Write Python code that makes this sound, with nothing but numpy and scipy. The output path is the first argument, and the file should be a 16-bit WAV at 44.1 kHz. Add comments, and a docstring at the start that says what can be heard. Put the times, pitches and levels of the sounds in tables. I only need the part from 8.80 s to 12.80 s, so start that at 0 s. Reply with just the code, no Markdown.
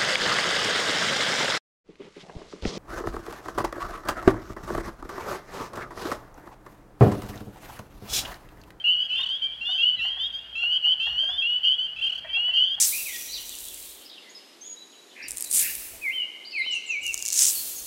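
"""Small frogs peep at the edge of a wetland: each near frog repeats its own rising whistle, sent out
by its vocal sac (the throat pouch), and one trills twice. Behind them a far chorus blurs into the
trees, and frogs of another kind quack faintly as quick pulses ring in their throats.
Two thin far whistles and one chip, probably birds, and a low rumble of air lie underneath."""
import sys
import numpy as np
from scipy import signal
from scipy.fft import rfft, irfft, next_fast_len
from scipy.io import wavfile
from scipy.ndimage import map_coordinates

SR = 44100
rng = np.random.default_rng(int(sys.argv[2]) if len(sys.argv) > 2 else 0)


def dump(signal):
    """Clip the signal to [-1, 1] and save it as 16-bit WAV at the path in sys.argv[1]."""
    limited = np.clip(np.atleast_2d(signal).T, -1, 1)
    pcm = np.round(limited * 32767).astype(np.int16)
    wavfile.write(sys.argv[1], SR, pcm)


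N = 176400  # 4 seconds

# The tone colour of the air and far din, also used for the trill's rasp: (frequency [Hz], level [dB])
AIR_COLOUR = [(100, -1.5), (420, -6.5), (690, -2), (1150, -8.5), (1550, -1), (2100, -6.5), (2700, -1),
              (3800, -15), (4700, -8.5), (5400, -22), (14000, -29.5)]

ATTACK_S, RELEASE_S = 0.0048, 0.0033  # how fast a peep starts and stops
FLUTTER_DB, FLUTTER_PER_S = 1.16, 110  # small, quick changes of loudness


def near_frogs():
    """The near frogs peep, each with its own rising glide."""
    # Each frog's voice: (start pitch [Hz], end pitch [Hz], upward bend of the glide [Hz],
    # overtone boost [dB], growth over the peep [dB])
    voices = {"nearest": (2826, 3085, 5.5, -1, -0.5), "low": (2692, 2936.5, 13, 0, 1.5),
              "middle": (2898.5, 3285.5, 8.5, 4, -1.5), "high": (3370.5, 3688.5, 11, 9.5, 0.5),
              "thin": (3350.5, 3535, 34.5, 10.5, 1), "quick": (3043, 3332, 6, 6, -5),
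              "slow": (2710, 3303, -36.5, 8, 7.5), "short": (3065, 3191, 32, 4.5, -2.5),
              "reedy": (2654, 2973, -30, 11, 1.5), "soft": (3117.5, 3256, 33, 13.5, 0.5),
              "lone": (2924.5, 3145.5, 34.5, 7, -3.5), "round": (3150, 3302.5, 32, 3, -3.5)}
    # Voices that jump up in mid-peep: (when [share of the peep], jump [Hz])
    leaps = {"low": (0.23, 68)}
    # Each frog's peeps: (start [s], length [s], level [dB])
    peeps = {"nearest": [(.04, .102, -18.5), (1.019, 0.088, -18.5), (2.041, .1, -18.5), (2.844, .101, -19),
             (3.768, .085, -18.5)], "low": [(.057, 0.18, -23.5), (.983, .175, -22.5), (1.82, 0.16, -22.5),
             (2.619, .172, -22.5), (3.544, 0.17, -22.5)], "middle": [(.289, .138, -26.5),
             (1.208, .13, -27.5), (2.023, 0.12, -25), (2.838, 0.12, -23.5), (3.738, 0.15, -26)],
             "high": [(.354, .087, -32), (.849, .082, -30.5), (1.383, .083, -30.5)],
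             "thin": [(2.503, .072, -30)], "quick": [(.489, .09, -25.5), (1.397, .091, -26),
             (2.192, .099, -26), (3.49, .09, -32.5)], "slow": [(.808, 0.23, -26), (2.25, 0.26, -27),
             (3.704, .252, -27.5)], "short": [(.618, .055, -23), (1.918, 0.057, -22.5), (2.378, .06, -22),
             (2.829, 0.058, -21.5), (3.22, 0.071, -24), (3.733, 0.078, -22)], "reedy": [(1.188, .108, -27),
             (1.752, .11, -27.5), (2.198, .118, -28)], "soft": [(.198, .072, -32), (.9, 0.096, -31.5),
             (1.523, .075, -32.5)], "round": [(2.575, .066, -24), (3.528, .05, -25)],
             "lone": [(2.979, .093, -25)]}
    out = np.zeros(N)
    for frog, calls in peeps.items():
        for start, length, db in calls:
            add(out, start, amp(db) * peep(length, *voices[frog], leap=leaps.get(frog, (0, 0))))
    return out


def peep(length, start_hz, end_hz, bend_hz, overtone_db=None, growth_db=0, leap=(0, 0),
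         attack=ATTACK_S, release=RELEASE_S):
    """One whistle: it scoops up into its glide, swells and stops."""
    scoop_hz, swell_db = 108, 2.5
    n = int(length * SR)
    t, progress = np.arange(n) / SR, np.linspace(0, 1, n)
    arch = 1 - (2 * progress - 1) ** 2  # 0 at both ends, 1 in the middle
    leap_at, leap_hz = leap
    hz = start_hz + (end_hz - start_hz) * progress + bend_hz * arch
    hz -= scoop_hz * np.exp(-2 * t / ATTACK_S)
    hz += leap_hz * np.clip((t - leap_at * length) / ATTACK_S, 0, 1)
    fade = np.clip(np.minimum(t / attack, (length - t) / release), 0, 1)
    db = swell_db * (arch - 1.5) + growth_db * (progress - .5) + FLUTTER_DB * wobble(FLUTTER_PER_S, n)
    return throat(hz, overtone_db) * fade * amp(db)


def throat(hz, overtone_db=None, sac=1):
    """The voice box vibrates at hz / 2. The sac sends out twice that pitch; other multiples are faint."""
    # The faint tones' strength next to the main whistle: (frequency [Hz], level [dB])
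    overtones = [(1500, -43), (4200, -34.5), (4800, -35.5), (5400, -45.5), (6400, -45.5), (7600, -57),
                 (11500, -71), (12800, -53.5), (14000, -68)]
    waver_hz = 9.16 * wobble(88.6, len(hz))
    phase = 2 * np.pi * (np.cumsum(hz + waver_hz) / SR + rng.random())
    tone = sac * np.sin(phase)
    if overtone_db is not None:
        for k in (1, *range(3, 10)):
            flutter_db = 2 * FLUTTER_DB * wobble(FLUTTER_PER_S, len(hz))
            db = overtone_db + look_up(overtones, hz * k / 2) + flutter_db
            tone += amp(db) * np.sin(phase * k / 2)
    return np.sqrt(2) * tone


def trills():
    """Short arched notes climb, slow down and grow shriller; the sac rings most at each arch's top."""
    # One frog's trills: (first note [s], last note [s], level [dB])
    runs = [(0.299, 0.486, -24.5), (3.16, 3.376, -25)]
    note_s, notes_per_s, slowing = .021, 36.5, 1.07
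    start_hz, climb_hz, last_arch_hz = 2650, 500.5, 620
    loudest_at, last_overtone_db, rasp_db = 0.58, 9, -26
    out = np.zeros(N)
    in_note = np.linspace(-1, 1, int(note_s * SR))  # 0 is the middle of a note
    fade = np.minimum(10 * (1 - np.abs(in_note)), 1)
    sac = np.cos(np.pi * in_note / 2)
    for start, end, db in runs:
        for progress in np.linspace(0, 1, round((end - start) * notes_per_s) + 1):
            arch_hz = last_arch_hz * (1 + progress) / 2
            hz = start_hz + climb_hz * progress - arch_hz * np.abs(in_note) ** 3
            swell = amp(-33 * (progress - loudest_at) ** 2)
            note = throat(hz, last_overtone_db * progress, sac * swell)
            add(out, start + (end - start) * progress ** slowing, amp(db) * fade * note)
    return out + amp(rasp_db) * np.abs(out) * noise(AIR_COLOUR)


def far_frogs():
    """A far chorus at many distances, blurred by the trees and already calling at the start."""
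    calls_per_s, length_s, chorus_db = 20, 0.0965, -40.5
    centre_hz, spread_hz, glide_hz = 3113, 190, 195
    out = np.zeros(N + SR)  # begins one second early
    for k in range(int(len(out) / SR * calls_per_s)):
        off_centre = 1 - rng.gamma(2) / 2 + rng.normal(0, 0.62)
        hz = centre_hz + spread_hz * off_centre
        call = peep(length_s, hz - glide_hz / 2, hz + glide_hz / 2, glide_hz / 10, overtone_db=0)
        start = (k + rng.random()) / calls_per_s
        db = rng.normal(0, 4.6) - 2 * off_centre ** 2  # unusual pitches are quieter
        add(out, start, amp(db) * call)
    return amp(chorus_db) * unit((tree_echo(out) / 2 + out)[SR:])


def quacking_frogs():
    """Frogs of another kind quack further back in the marsh."""
    # The quacks: (time [s], lower throat ring [Hz], level [dB])
    calls = [(0.386, 953, -47), (0.882, 746, -47), (1.243, 792, -46.5), (1.362, 831, -51),
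             (1.825, 739, -49.5), (2.055, 812, -51.5), (2.262, 850.4, -44), (2.426, 629, -47),
             (2.484, 716, -45), (3.44, 656, -43), (3.561, 776, -49.5), (3.675, 717, -46.5),
             (3.972, 824, -51)]
    low_cut_hz = 380
    out = np.zeros(N)
    for start, hz, db in calls:
        add(out, start, amp(db) * quack(hz))
    return filtered(out, lambda hz: 1 - 1 / (1 + (hz / low_cut_hz) ** 10))


def quack(hz):
    """A burst of pulses, about an octave below hz, rings the throat at hz and at a higher pitch."""
    # Higher quacks pulse less evenly and sound rough: (lower throat ring [Hz], unevenness [share])
    unevenness = [(700, .06), (890, .35)]
    burst_s, ring_s = 0.024, .016
    t, n = np.arange(SR // 20) / SR, int(burst_s * SR)
    upper_hz, upper_db = 1690 * rng.normal(1, 0.087), rng.normal(1.5, 0.67)
    ring = np.sin(2 * np.pi * hz * t) - amp(upper_db) * np.sin(2 * np.pi * upper_hz * t)
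    ring *= amp(-60 * t / ring_s)
    effort = np.sqrt(np.hanning(n))  # lifts both pitch and loudness in the middle
    pulse_hz = hz / 2 * np.exp((effort - 1) / 10 + look_up(unevenness, hz) * wobble(hz, n))
    pulses = np.diff(np.floor(np.cumsum(pulse_hz) / SR), prepend=0)  # one click per cycle
    call = signal.fftconvolve(pulses * effort, ring)
    return call / (np.std(call[:n]) + 1e-9)


def birds():
    """Thin, even whistles far off and one falling chip with a weaker tone an octave below."""
    # The far whistles: (start [s], length [s], pitch [Hz], level [dB])
    whistles = [(0.587, 0.16, 2346, -48), (3.392, 0.29, 2332, -47)]
    # The chip: (start [s], length [s], start pitch [Hz], end pitch [Hz], level [dB])
    chips = [(1.16, .054, 3980, 3700, -40)]
    out = np.zeros(N)
    for start, length, hz, db in whistles:
        add(out, start, amp(db) * peep(length, hz, hz, 0, attack=length / 2, release=length / 2))
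    for start, length, start_hz, end_hz, db in chips:
        bend_hz = (start_hz - end_hz) / 2
        chip = peep(length, start_hz, end_hz, bend_hz, attack=length / 2)
        octave_below = peep(length, start_hz / 2, end_hz / 2, bend_hz / 2, attack=length / 2)
        add(out, start, amp(db) * (chip + octave_below / 2))
    return out


def tree_echo(x):
    """The trees scatter a sound into a soft echo, returned as loud as the sound itself."""
    # How long the echo lasts: (frequency [Hz], time to fade by 60 dB [s])
    fade_times = [(300, 0.2), (3000, 0.88), (6000, 1), (13000, .15)]
    hz, t, spectrum = signal.stft(rng.standard_normal(SR), SR, nperseg=256)
    fade = amp(-60 * t / look_up(fade_times, hz)[:, None])
    tail = signal.istft(spectrum * fade, SR, nperseg=256)[1]
    return unit(signal.fftconvolve(x, tail)[:len(x)]) * np.std(x)


def air():
    """A faint steady din and a low rumble of air that swells in soft bumps."""
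    # The bumps of air: (start [s], length [s], level [dB])
    bumps = [(1.15, 0.11, -44.5), (2.262, 0.14, -48.5)]
    # The rumble's tone colour: (frequency [Hz], level [dB])
    rumble_colour = [(30, -13.5), (58, 14.5), (80, -7.5), (160, -7.5), (900, -64.5)]
    din_db, rumble_db = -54.5, -61.5
    swell = np.full(N, amp(rumble_db))
    for start, length, db in bumps:
        add(swell, start, amp(db) * np.hanning(int(length * SR)))
    return amp(din_db) * noise(AIR_COLOUR) + swell * noise(rumble_colour)


def amp(db):
    """Turn decibels into a number to multiply by."""
    return 10 ** (np.asarray(db) / 20)


def unit(x):
    """Scale a sound to an average strength (rms) of 1."""
    return x / np.sqrt(np.mean(x ** 2) + 1e-20)


def look_up(points, hz):
    """Read between the rows of a (frequency [Hz], value) table, with octaves evenly spaced."""
    frequencies, values = np.transpose(points)
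    return np.interp(np.log(hz + 1), np.log(frequencies + 1), values)


def wobble(rate, n):
    """A smooth curve of n samples through `rate` random points a second."""
    return map_coordinates(rng.standard_normal(256), [np.arange(n) * rate / SR], mode="wrap")


def filtered(x, gain):
    """Turn each frequency of x up or down by gain(hz)."""
    size = next_fast_len(N + SR // 2)
    return irfft(rfft(x, size) * gain(np.fft.rfftfreq(size, 1 / SR)), size)[:N]


def noise(colour):
    """Noise of strength 1 with the given tone colour."""
    return unit(filtered(rng.standard_normal(N), lambda hz: amp(look_up(colour, hz))))


def add(out, start_s, x):
    """Mix x into out at the given time."""
    i = round(start_s * SR)
    x = x[max(-i, 0):max(len(out) - i, 0)]
    out[max(i, 0):][:len(x)] += x


def scene():
    """Peeps, trills, birds and quacks echo in the trees, over the far chorus and the air."""
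    call_echo_db, quack_echo_db = -12, -0.5
    calls = near_frogs() + trills() + birds()
    quacks = quacking_frogs()
    echoes = amp(call_echo_db) * tree_echo(calls) + amp(quack_echo_db) * tree_echo(quacks)
    return (calls + quacks + echoes + far_frogs() + air())[None]


def record(dry):
    """Soften the deepest bass and cut off the highest treble."""
    low_cut_hz, top_hz = 48, 14300
    return filtered(dry[0], lambda hz: (1 - 1 / (1 + (hz / low_cut_hz) ** 6)) * (hz < top_hz))[None]


dry = scene()
out = record(dry)
dump(out)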